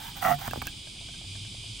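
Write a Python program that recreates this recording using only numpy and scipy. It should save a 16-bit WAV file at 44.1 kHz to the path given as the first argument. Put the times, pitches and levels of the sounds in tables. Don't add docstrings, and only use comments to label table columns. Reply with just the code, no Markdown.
import sys
import numpy as np
from scipy import signal
from scipy.fft import rfft, irfft
from scipy.io import wavfile
from scipy.ndimage import uniform_filter1d, map_coordinates

SR = 44100
rng = np.random.default_rng(int(sys.argv[2]) if len(sys.argv) > 2 else 0)


def transcribe(signal):
    frames = np.atleast_2d(signal).T
    limited = np.clip(frames, -1, 1)
    pcm = np.round(limited * 32767).astype(np.int16)
    wavfile.write(sys.argv[1], SR, pcm)


N = 79380
TIME = np.arange(N) / SR


def undb(db):
    return 10 ** (np.asarray(db) / 20)


def unit(x):
    return x / np.sqrt(np.mean(x ** 2))


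def curve(rows, column=1):
    rows = np.array(rows)
    return np.interp(TIME, rows[:, 0], rows[:, column])


def colour(x, spectrum):
    hz, db = np.array(spectrum).T
    bins_hz = np.maximum(np.fft.rfftfreq(N, 1 / SR), 1)
    gain = undb(np.interp(np.log(bins_hz), np.log(hz), db))
    return unit(irfft(rfft(x) * gain, N))


def noise():
    return rng.standard_normal(N)


def wander(hz):
    hold = int(SR / hz)
    steps = np.repeat(noise()[:N // hold + 1], hold)
    return unit(uniform_filter1d(uniform_filter1d(steps, hold), hold)[:N])


def burst(start, decay_s):
    age = TIME - start
    return (age >= 0) * np.exp(-np.clip(age / decay_s, 0, 60))


def impulse(start):
    return np.maximum(1 - abs(np.arange(N) - start * SR), 0)


def blow(start, grit_db, grit_s):
    return impulse(start) + undb(grit_db) * burst(start, grit_s) * noise()


def contact(force, hz, octaves=0.78):
    edges = np.clip(hz * 2 ** (octaves * np.array([-1, 1])), 20, SR / 3)
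    return signal.sosfilt(signal.butter(2, edges, "bandpass", fs=SR, output="sos"), force + 1e-18)


def ring(force, modes, rise_s=.0001):
    t = np.arange(SR // 4) / SR
    response = sum(undb([[db + pan], [db]]) * np.sin(2 * np.pi * hz * t) * 1000 ** (-t / t60)
                   for hz, db, t60, pan in modes)
    onset = 1 - np.exp(-t / rise_s)
    return signal.fftconvolve(force[None], response * onset, axes=1)[:, :N]


# (frequency [Hz], relative level [dB])
RASP_LEFT_SPECTRUM = [(300, -27), (1000, 10.5), (3000, 5.5), (6000, 3), (9000, -40), (11000, -13),
                      (15000, -18), (16000, -38)]
RASP_RIGHT_SPECTRUM = [(300, -51), (1000, 10.5), (3000, -66), (6000, 1.5), (9000, 2), (11500, 2),
                       (14500, 10.5), (16000, 11)]

def rasp(force):
    return np.array([colour(force, RASP_LEFT_SPECTRUM), colour(force, RASP_RIGHT_SPECTRUM)])


# (time [s], level [dB])
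RUB_EFFORT = [(0, -11.5), (.085, -11), (.146, -27.5), (.168, -7), (.205, -19.5), (.226, 0.5), (.25, .5),
              (.322, -1.5), (.345, -7.5), (.372, -25), (.395, -10), (.42, -6), (.438, -10.5), (.455, -4.5),
              (.48, -5), (.495, -19), (.55, -20), (.578, -15.5), (.6, -28), (.665, -18.5), (.685, -17.5),
              (.72, -31), (.95, -47)]
# (time [s], frequency ratio)
LEAN_PITCH = [(0, 1.115), (.09, 1.27), (.17, 1.1), (.42, 1.05), (.455, 1.19), (.5, 1.15)]
# (frequency [Hz] before the lean, level [dB], t60 [s], left minus right [dB])
RUBBED_WOOD_MODES = [(730, -0.5, 0.023, -22), (1068, -20, 0.061, -26), (1324, -5, 0.01, -8.5),
                     (1660, -11.5, 0.0087, -0.5), (1920, -13, 0.0081, -7), (2700, -14, 0.039, -25)]

def scrape(catches_per_s=7000):
    catches = (rng.random(N) < catches_per_s / SR) * noise() * undb(0.5 * noise())
    upright = ring(contact(catches, hz=1220), RUBBED_WOOD_MODES)
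    position = np.cumsum(curve(LEAN_PITCH))
    leaning = np.array([map_coordinates(side, [position], mode="mirror") for side in upright])
    friction = undb([[-38.5], [-29]]) * rasp(catches)
    return undb(curve(RUB_EFFORT)) * (friction + undb(-34.5) * unit(leaning))


# (frequency [Hz], relative level [dB])
INSECT_SPECTRUM = [(1500, -73), (1950, -24), (2200, -10), (2450, -3), (2700, -11), (3050, 0.5), (3350, 0),
                   (3800, -4.5), (4400, -9), (4900, -3.5), (5500, -13), (7000, -14), (8800, -11),
                   (9800, -16), (11000, -29.5), (13000, -40), (16000, -61)]
# (time [s], relative level [dB])
CHORUS_SWELL = [(0, -2), (.15, -1.5), (.5, -1.5), (.77, -0.8), (.88, -0.9), (1.02, 0), (1.12, -.5),
                (1.4, 0.5), (1.8, 0.5)]

def insects(width=.41, pan_db=-1.54):
    mid, side = (colour(noise(), INSECT_SPECTRUM) * undb(0.51 * wander(hz=39.22)) for _ in range(2))
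    pair = mid + width * side * np.array([[1], [-1]])
    return pair * undb(-43.5 + curve(CHORUS_SWELL)) * undb([[pan_db / 2], [-pan_db / 2]])


# (frequency [Hz], relative level [dB])
RUMBLE_SPECTRUM = [(20, -7.5), (45, 4.5), (75, 1), (120, 2), (170, -3.5), (260, -10), (400, -19.5),
                   (700, -53), (1200, -39), (2000, -53), (5000, -105)]
# (time [s], relative level [dB])
RUMBLE_LEVEL = [(0, -1), (.6, 3.5), (.85, -2), (1.1, -0.5), (1.25, 0), (1.8, 0)]
# (frequency [Hz], relative level [dB])
AIR_SPECTRUM = [(100, -13), (300, -3), (520, -13), (680, -14), (820, -12), (1200, -15.5), (2000, -20),
                (12000, -77)]

def outdoors():
    rumble_db = -47 + curve(RUMBLE_LEVEL) - 0.23 * wander(hz=7.9)
    rumble = undb(rumble_db) * colour(noise(), RUMBLE_SPECTRUM)
    air = np.array([undb(db) * colour(noise(), AIR_SPECTRUM) for db in (-60, -57.5)])
    return rumble + air


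# (frequency [Hz], relative level [dB])
HISS_SPECTRUM = [(8000, -25), (11000, -2), (13000, -2), (14700, 0), (16000, -6)]

def hiss():
    return np.array([colour(noise(), HISS_SPECTRUM) * undb(-73.5 + 2 * wander(hz=11.9))
                     for _ in range(2)])


# (time [s], body drive [dB], upper-mode drive [dB])
SOCKET_SLIPS = [(.224, -11, -3), (.2347, -18, -8), (.2435, -10, -8), (.2486, -2, 3), (.2591, 1, -3),
                (.2697, -2, 4), (.2804, 0, -3), (.2909, 1, -2), (.3014, 2, -7), (.3127, -2.5, -.5),
                (.323, -8, -3), (.3341, -11, -14)]
# (frequency [Hz], level [dB], t60 [s], left minus right [dB])
BOARD_BODY_MODES = [(144, -23, 0.23, 2.5), (237.7, -18, 0.065, 0.5), (714.4, 4, 0.054, -22.5),
                    (854, -10.5, 0.045, -12)]
BOARD_UPPER_MODES = [(1140, -7, 0.064, -2.5), (1262, 2, 0.028, 1.5), (1334, 2, 0.032, 0),
                     (1908, -0.5, 0.048, -6.5), (1970, -6.5, 0.029, 6), (2346, -10, 0.042, -15),
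                     (2770, -9, 0.032, 4)]

def squawk():
    body_force = sum(undb(db) * blow(s, grit_db=-42, grit_s=.007) for s, db, _ in SOCKET_SLIPS)
    upper_force = sum(undb(db) * blow(s, grit_db=-29, grit_s=.007) for s, _, db in SOCKET_SLIPS)
    body = ring(body_force, BOARD_BODY_MODES, rise_s=0.018)
    upper = ring(contact(upper_force, hz=1570), BOARD_UPPER_MODES, rise_s=0.0022)
    return body + undb(-22) * upper


def clicks(hits):
    cracks = sum(undb(db) * (burst(s, .0003) + undb(-29) * burst(s, .003)) for s, db in hits)
    return rasp(noise()) * undb([[-9], [0]]) * cracks


# (time [s], ring [dB], contact centre [Hz], click [dB], thump [dB])
WOOD_KNOCKS = [(0.4775, -23.5, 1255, -19, -30), (.4803, -23, 1110, -37, -43), (0.5114, -32, 487, -55, -42),
               (0.5341, -19, 890, -22, -65), (.5590, -25, 634, -30, -43), (.5740, -27, 412, -37, -30),
               (.6180, -19, 2050, -22, -55), (0.623, -26.5, 1190, -20, -39)]
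# (frequency [Hz], level [dB], t60 [s], left minus right [dB])
KNOCKED_WOOD_MODES = [(297, -14.5, 0.0089, 21.5), (480, -24.5, 0.018, 13), (756, 1.5, 0.0091, -39),
                      (935, -3, 0.0068, -12), (1129, -2, 0.0079, -8), (1470, -11.5, 0.012, 0),
                      (2235, -7.5, 0.025, -32)]
THUMP_MODES = [(81.4, -3.5, 0.11, 0), (128.6, 0.5, 0.089, 0), (228, 2.5, 0.066, 0)]

def knocks():
    force = sum(undb(db) * contact(blow(s, grit_db=-25, grit_s=.0045), hz)
                for s, db, hz, _, _ in WOOD_KNOCKS)
    weight = sum(undb(db) * impulse(s) for s, _, _, _, db in WOOD_KNOCKS)
    thump = ring(contact(weight, hz=133), THUMP_MODES)
    cracks = clicks([(s, db) for s, _, _, db, _ in WOOD_KNOCKS])
    return ring(force, KNOCKED_WOOD_MODES) + thump + cracks


# (time [s], ring [dB], click [dB])
PAVEMENT_STRIKES = [(.5105, -31, -19), (.6560, -43, -29), (.6700, -32, -11), (.6739, -26.5, -34)]
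# (frequency [Hz], level [dB], t60 [s], left minus right [dB])
SPINDLE_MODES = [(320, -14, .05, 3), (660, -17, .04, -6), (1630, 0, .048, -10), (2680, -7, .038, 6),
                 (3060, -11, .025, -2), (4080, -12, .02, 0), (6000, -18, .015, 0)]

def loose_spindle():
    force = sum(undb(db) * blow(s, grit_db=-65, grit_s=.0008) for s, db, _ in PAVEMENT_STRIKES)
    return ring(force, SPINDLE_MODES) + clicks([(s, db) for s, _, db in PAVEMENT_STRIKES])


# (time [s], level [dB], contact centre [Hz], share of the full ring time)
WOOD_TAPS = [(.871, -50, 1060, .9), (.959, -54, 1400, 0.59), (1.010, -49.5, 614, 0.7),
             (1.086, -46, 1190, 0.35), (1.139, -48.5, 1490, 0.91), (1.213, -50, 997, 0.22),
             (1.242, -53.5, 750, 1), (1.353, -45.5, 1500, 0.7), (1.449, -51.5, 1500, 0.66),
             (1.640, -53.5, 1110, 0.34), (1.672, -55, 1000, .2)]
# (frequency [Hz], level [dB], full t60 [s], left minus right [dB])
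TAPPED_WOOD_MODES = [(410, -4, 0.014, 10.5), (686, 3.5, 0.084, -46), (900, 4, 0.015, -10),
                     (1290, -9, 0.021, -10), (1590, -10, 0.045, 7.5)]

def taps(detune=.04):
    out = 0
    for s, db, contact_hz, ring_share in WOOD_TAPS:
        modes = [(hz * (1 + detune * rng.standard_normal()), level, t60 * ring_share, pan)
                 for hz, level, t60, pan in TAPPED_WOOD_MODES]
        force = contact(blow(s, grit_db=-19, grit_s=.008), contact_hz)
        out = out + undb(db) * ring(force, modes)
    return out


# (time [s], pitch [Hz], level [dB])
ENGINE_RUN = [(1.15, 95.7, -85), (1.3, 97.4, -44), (1.412, 100.3, -40.5), (1.46, 110.6, -42),
              (1.52, 117.1, -61), (1.58, 110.5, -51.5), (1.73, 109.2, -43), (1.8, 116, -53)]

def engine():
    hz = curve(ENGINE_RUN) * (1 + 0.0214 * wander(hz=30.95))
    phase = 2 * np.pi * np.cumsum(hz) / SR
    hum = unit(np.sin(phase) + undb(-21.5) * np.sin(2 * phase))
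    return hum * undb(curve(ENGINE_RUN, column=2) + 1.5 * wander(hz=25.44))


def blip(start_s=1.5405, length_s=.014, from_hz=300, to_hz=1350):
    progress = np.clip((TIME - start_s) / length_s, 0, 1)
    hz = from_hz * (to_hz / from_hz) ** progress
    return undb(-50.5) * np.sin(np.pi * progress) * np.sin(2 * np.pi * np.cumsum(hz) / SR)


def surroundings(direct, echo_db=-16):
    tail = np.array([noise(), noise()]) * burst(0.0017, decay_s=.007)
    tail = tail / np.sqrt(np.sum(tail ** 2, axis=1, keepdims=True))
    return direct + undb(echo_db) * signal.fftconvolve(direct, tail, axes=1)[:, :N]


def scene():
    close = scrape() + squawk() + knocks() + loose_spindle() + taps() + blip()
    return surroundings(close) + insects() + outdoors() + hiss() + engine()


def record(dry):
    return signal.sosfilt(signal.ellip(10, .2, 80, 15800, fs=SR, output="sos"), dry)


dry = scene()
out = record(dry)
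transcribe(out)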